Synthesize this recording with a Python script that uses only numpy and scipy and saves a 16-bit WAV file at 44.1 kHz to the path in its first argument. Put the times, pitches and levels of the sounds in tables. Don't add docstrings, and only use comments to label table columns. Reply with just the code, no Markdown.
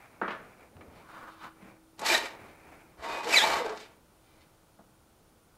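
import sys
import numpy as np
from scipy import signal
from scipy.fft import rfft, irfft
from scipy.io import wavfile
from scipy.ndimage import uniform_filter1d

SR = 44100
rng = np.random.default_rng(int(sys.argv[2]) if len(sys.argv) > 2 else 0)


def pcm_store(signal):
    levels = np.round(np.clip(np.atleast_2d(signal), -1, 1) * 32767)
    wavfile.write(sys.argv[1], SR, levels.astype(np.int16).T)


N = 245904
TIME = np.arange(N) / SR


def amp(db):
    return 10 ** (np.asarray(db) / 20)


def unit(x):
    return x / np.sqrt(np.mean(x ** 2))


def band(x, low_hz, high_hz, order=3):
    edges_hz = [low_hz, min(high_hz, SR / 2 - 500)]
    return signal.sosfilt(signal.butter(order, edges_hz, "band", fs=SR, output="sos"), x)


def convolve(x, response):
    return signal.fftconvolve(x, response)[:len(x)]


def colour(x, points, size=4096):
    hz, db = np.transpose(points)
    bin_hz = np.arange(size // 2 + 1) * SR / size
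    gain_db = np.interp(np.log(bin_hz + 1), np.log(hz), db)
    cepstrum = irfft(np.log(amp(gain_db)))
    cepstrum[1:size // 2] *= 2
    cepstrum[size // 2 + 1:] = 0
    return convolve(x, irfft(np.exp(rfft(cepstrum))))


def wander(rate_hz):
    hold = max(int(SR / rate_hz), 1)
    steps = np.repeat(rng.standard_normal(N // hold + 1), hold)
    return unit(uniform_filter1d(steps, hold)[:N])


def slips(per_s, spread_db):
    releases = (rng.random(N) < per_s / SR) * rng.choice([-1, 1], N)
    return unit(releases * amp(spread_db * np.clip(rng.standard_normal(N), -2, 2)))


def swell(centre_s, half_s):
    return np.exp(-((TIME - centre_s) / half_s) ** 2 / 2)


def swells(rows):
    return sum(amp(db) * swell(centre_s, half_s) for centre_s, db, half_s in rows)


def held(start_s, end_s, rise_db_per_s, fall_db_per_s):
    before_s = np.maximum(start_s - TIME, 0)
    after_s = np.maximum(TIME - end_s, 0)
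    return amp(-rise_db_per_s * before_s - fall_db_per_s * after_s)


# freq_hz, gain_db
AIR_EQ = [(12, -40.5), (20, -6.5), (85, -6), (219, -8.5), (324, -12), (352, -12), (393, -11), (725, -14),
          (881, -14), (1010, -17), (1500, -17), (1630, -24.5), (15500, -31.5)]


def room_tone():
    air = unit(colour(rng.standard_normal(N), AIR_EQ)) * amp(-62.63 + .31 * wander(4.9))
    hands_near = held(1.13, 1.5, rise_db_per_s=115, fall_db_per_s=7.5)
    hum_gain = (amp(-74) + amp(-61) * hands_near) * amp(wander(9.7))
    hum_hz = 322 + 1.4 * wander(11)
    hum = hum_gain * np.sin(2 * np.pi * np.cumsum(hum_hz) / SR)
    whistle = amp(-79.5) * unit(band(rng.standard_normal(N), 9440, 9620, order=2))
    return air + hum + whistle


# centre_s, level_db, half_length_s, forearm_offset_db
SLEEVE_SWEEPS = [(.02, -55.5, .045, -27), (0.18, -63, 0.1, 0), (0.43, -58, 0.11, 1), (0.63, -64, 0.035, 2),
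                 (0.848, -70.5, 0.093, 16), (1.002, -61.5, 0.051, 4), (1.677, -57.5, 0.062, 1.5),
                 (2.431, -54, 0.078, 0.5), (2.713, -56, 0.097, -1.5), (2.937, -69, 0.055, 3),
                 (3.894, -67, 0.06, -2), (4.39, -68.5, 0.077, 0)]
# freq_hz, gain_db
SLEEVE_EQ = [(150, -35), (330, -19), (540, -5.5), (760, 2), (1120, -2), (1550, -2), (1900, -5.5),
             (2350, -0.5), (3000, -17), (5000, -23), (14000, -26.5)]


def sleeves():
    brush = swells((s, db, half_s) for s, db, half_s, _ in SLEEVE_SWEEPS)
    bump = swells((s, db + offset_db, half_s) for s, db, half_s, offset_db in SLEEVE_SWEEPS)
    drag = amp(1.4 * wander(50))
    cloth = colour(slips(per_s=3500, spread_db=2), SLEEVE_EQ) * drag
    forearm = band(rng.standard_normal(N), 65, 650, order=2)
    return brush * unit(cloth) + bump * unit(forearm)


# start_s, level_db, brightness_hz, decay_s
KNOCK_HITS = [(.2145, -19, 1490, .0054), (.222, -32, 1800, .065), (.278, -33, 2580, .029),
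              (.305, -34, 2800, .031), (.767, -47, 3160, .0028), (.809, -46, 2650, .01),
              (1.619, -53, 2850, .015), (1.993, -36.5, 12400, 0.0064), (2.014, -37.5, 9000, .0064),
              (2.994, -48, 1797, .02), (3.244, -33, 8000, .0043), (3.693, -39, 6000, .0093),
              (3.773, -42.5, 6000, .012), (3.802, -45, 8000, .012), (4.788, -49, 1100, .014)]
# freq_hz, gain_db
BOARD_EQ = [(60, -23), (130, -12.5), (195, 4.5), (290, -2.5), (480, -2.5), (700, -5), (1100, -1),
            (1800, -3), (2500, -8.5), (4500, -7.5), (9000, -11), (15000, -15)]


def knocks():
    out = np.zeros(N + SR)
    t = TIME[:SR // 2]
    for start_s, db, bright_hz, decay_s in KNOCK_HITS:
        wood = colour(rng.standard_normal(len(t)), BOARD_EQ)
        crack = unit(band(wood, 420, bright_hz)) * np.exp(-t / decay_s) * (1 - np.exp(-t / .0004))
        thud = unit(band(wood, 150, 420)) * np.exp(-t / .022) * (1 - np.exp(-t / .002))
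        thud_db = -9 + 2.5 * np.log2(decay_s / .01)
        start = int(start_s * SR)
        out[start:start + len(t)] += amp(db) * (crack + amp(thud_db) * thud)
    return out[:N]


# start_s, pitch_hz, level_db
HAND_BUMPS = [(.754, 89, -45), (0.878, 75, -48), (1.621, 192.3, -45), (2.987, 65.5, -48)]


def hand_bumps(rise_s=.0066, decay_s=.026):
    out = np.zeros(N)
    for start_s, hz, db in HAND_BUMPS:
        t = np.maximum(TIME - start_s, 0)
        envelope = (1 - np.exp(-t / rise_s)) * np.exp(-t / decay_s)
        out += amp(db) * np.sqrt(2) * envelope * np.sin(2 * np.pi * hz * t)
    return out


# pitch_hz, t60_s, level_db
SHELL_MODES = [(428.7, 0.15, -8), (472, .2, -14.5), (855, 0.55, -12), (939, 0.36, -12.5), (1147, .2, -12),
               (1740, 0.083, -15.5), (1953, 0.41, -9.5), (2055, 0.34, -1), (2345, 0.17, -4),
               (2460, .3, -4.5), (2750, .25, -25.5), (3105, 0.05, -8.5), (3690, .25, -4), (4050, .14, -7),
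               (3970, 0.4, -18.5), (4430, .3, -3), (4810, .3, -4), (5370, .18, -10)]


def shell(drive, ring_db):
    t = TIME[:SR // 2]
    response = np.zeros(len(t))
    for hz, t60_s, db in SHELL_MODES:
        scale = 2 * np.log(1000) / (t60_s * SR)
        response += scale * amp(db + ring_db - 60 * t / t60_s) * np.sin(2 * np.pi * hz * t)
    return drive + convolve(drive, response)


# centre_s, level_db, half_length_s
FINGER_SLIDES = [(.98, -66, 0.035), (1.15, -62.5, 0.047), (1.33, -63, 0.036), (1.44, -54.5, 0.027),
                 (2.495, -65, .025), (3.825, -55, 0.031), (4.331, -72.5, 0.094), (4.422, -65.5, .012)]


def fingers():
    ridges = shell(slips(per_s=1800, spread_db=2.5), ring_db=17)
    return swells(FINGER_SLIDES) * unit(band(ridges, 1920, 4600, order=2))


# centre_s, level_db, half_length_s
PALM_SLIDES = [(1.11, -51.5, 0.041), (1.195, -48, 0.048), (1.31, -51, 0.067), (1.447, -44.5, 0.024),
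               (1.52, -63.5, 0.056)]
# freq_hz, gain_db
PALM_EQ = [(100, -12.5), (200, -7), (400, -10), (540, -5), (740, -4.5), (1120, 4), (1550, -0.5),
           (1900, -11), (2400, -15), (3500, -24), (6000, -31), (14000, -33)]


def palm():
    friction = slips(per_s=4500, spread_db=2) * amp(1.9 * wander(68.85))
    return swells(PALM_SLIDES) * unit(colour(friction, PALM_EQ))


# time_s, rub_db, grit_db
JERK_CURVE = [(1.98, -65, -67), (1.994, -48, -62), (2.024, -36, -57), (2.066, -34, -32),
              (2.136, -27.5, -30.5), (2.192, -40, -42.5), (2.252, -38.5, -48), (2.28, -52.5, -53),
              (2.36, -53, -71)]
NUDGE_CURVE = [(2.97, -66.5, -83), (2.998, -50.5, -68.5), (3.044, -40, -54), (3.136, -34.5, -50.5),
               (3.235, -43, -57)]
SWING_CURVE = [(3.235, -35, -44), (3.241, -37.5, -51), (3.341, -27.5, -31), (3.391, -33, -31.5),
               (3.433, -27, -34.5), (3.603, -30.5, -45.5), (3.623, -38, -54), (3.733, -38.5, -60),
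               (3.815, -60, -58.5), (3.95, -70, -82.5)]


def strokes():
    gains = np.zeros((3, N))
    for curve, lean_db in [(JERK_CURVE, 0), (NUDGE_CURVE, -.5), (SWING_CURVE, .5)]:
        times_s, *faders = np.transpose(curve)
        rub_db, grit_db = (np.interp(TIME, times_s, fader) for fader in faders)
        rumble_db = -42 + lean_db + .8 * (rub_db + 35) - .08 * (grit_db - rub_db)
        moving = (TIME >= times_s[0]) & (TIME <= times_s[-1])
        gate = uniform_filter1d(moving.astype(float), size=400)
        gains += gate * amp([rub_db, grit_db, rumble_db])
    return gains


# freq_hz, gain_db
SCRAPE_EQ = [(60, -21), (150, -19), (310, -11), (440, -5), (620, -0.5), (920, 5), (1400, -4), (2200, -5),
             (3100, -9.5), (3900, -11), (5500, -16), (7800, -19), (12000, -28), (15500, -29.5)]


def scrape(grit_share=.66):
    rub, grit, rumble = strokes()
    force = slips(per_s=2600, spread_db=3) * amp(1.8 * wander(130))
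    crumble = np.sqrt(np.abs(convolve(force ** 2, np.exp(-TIME[:1024] / .0045))))
    force += unit(crumble * rng.standard_normal(N))
    body = colour(shell(force, ring_db=14), SCRAPE_EQ)
    boom = amp(-24.5) * rumble * unit(band(force, 30, 85, order=2))
    low = rumble * unit(band(body, 88, 560))
    middle = amp(.97) * rub * unit(band(body, 560, 1600))
    rasp_gain = np.abs(rub) ** (1 - grit_share) * np.abs(grit) ** grit_share
    rasp = amp(3.5) * rasp_gain * unit(band(body, 1500, 4400))
    top = amp(-1.5) * grit * unit(band(body, 4500, 15500, order=5))
    return boom + low + middle + rasp + top


# centre_s, pitch_hz, level_db
CATCH_CHIRPS = [(2.068, 4130, -30), (2.105, 2413, -19.5), (2.106, 890, -27), (2.122, 349, -31),
                (2.15, 1890, -19.5), (2.152, 3970, -20), (3.272, 474, -30), (3.374, 3960, -15),
                (3.438, 870, -25.5), (3.612, 493.4, -29), (3.661, 433.4, -29), (3.707, 430.4, -31)]


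def catches():
    out = np.zeros(N)
    waver = 1 + .013 * wander(600)
    for centre_s, hz, db in CATCH_CHIRPS:
        glide_oct_per_s = 4.2 * rng.standard_normal()
        half_s = .0075 * (1000 / hz) ** .35
        near = np.abs(TIME - centre_s) < 4 * half_s
        t = TIME[near] - centre_s
        pitch_hz = hz * 2 ** (glide_oct_per_s * t) * waver[near]
        phase = 2 * np.pi * np.cumsum(pitch_hz) / SR
        out[near] += amp(db) * swell(centre_s, half_s)[near] * np.sin(phase)
    return out


# pitch_hz, level_db
SINGING_TONES = [(2487, -42), (3660, -49.5), (4430, -58.5), (4810, -54)]


def singing():
    wavering_time = np.cumsum(1 + .0072 * wander(600)) / SR
    tones = sum(amp(db) * np.sin(2 * np.pi * hz * wavering_time) for hz, db in SINGING_TONES)
    return swell(centre_s=3.15, half_s=.045) * tones


# time_s, pitch_hz
SQUEAL_BEND = [(3.30, 2900), (3.343, 2522), (3.362, 2260), (3.39, 1732), (3.406, 1630), (3.425, 1760),
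               (3.445, 2080)]
# multiple, level_db
SQUEAL_HARMONICS = [(1, -4.5), (2, -1.5), (3, -11), (4, -13.5), (5, -17), (6, -19.5)]
# freq_hz, gain_db
SQUEAL_EQ = [(1600, -2), (2300, 5), (3200, 0.5), (3950, 3.5), (4800, -8.5), (6000, -4), (7600, 0),
             (9800, -10), (14000, -12.5)]


def squeal(hold_s=(3.345, 3.425), sag_db_per_s=66.5):
    pitch_hz = np.interp(TIME, *np.transpose(SQUEAL_BEND)) * (1 + .026 * wander(1800))
    phase = 2 * np.pi * np.cumsum(pitch_hz) / SR
    tone = sum(amp(db) * (1 + .45 * wander(600)) * np.sin(k * phase) for k, db in SQUEAL_HARMONICS)
    sag_db = sag_db_per_s * (np.clip(TIME, *hold_s) - hold_s[0])
    envelope = amp(-19.5 - sag_db) * held(*hold_s, rise_db_per_s=519, fall_db_per_s=552)
    return colour(tone * envelope, SQUEAL_EQ)


def reverb(x, t60_s, predelay_s):
    t = TIME[:SR]
    tail = rng.standard_normal(SR) * amp(-60 * t / t60_s) * (t > predelay_s)
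    return convolve(x, tail / np.sqrt(np.sum(tail ** 2)))


# freq_hz, gain_db
MIC_EQ = [(100, 0.5), (6000, 0), (8000, 1.5), (9000, -1.5), (9900, -5.5), (11000, 3.5), (12500, 2.5),
          (13500, -6), (15500, -8.5)]


def scene():
    dome = scrape() + squeal() + catches() + singing()
    direct = colour(dome + knocks() + hand_bumps() + fingers(), MIC_EQ)
    early = amp(-13) * reverb(direct, t60_s=.1, predelay_s=.003)
    late = amp(-9.5) * band(reverb(direct, t60_s=.45, predelay_s=.012), 130, 3000)
    mix = amp(-1) * direct + early + late + sleeves() + palm() + room_tone()
    return mix[None]


def record(dry):
    cutoff_hz = 15700
    return signal.sosfilt(signal.ellip(10, .2, 70, cutoff_hz, fs=SR, output="sos"), dry)


dry = scene()
out = record(dry)
pcm_store(out)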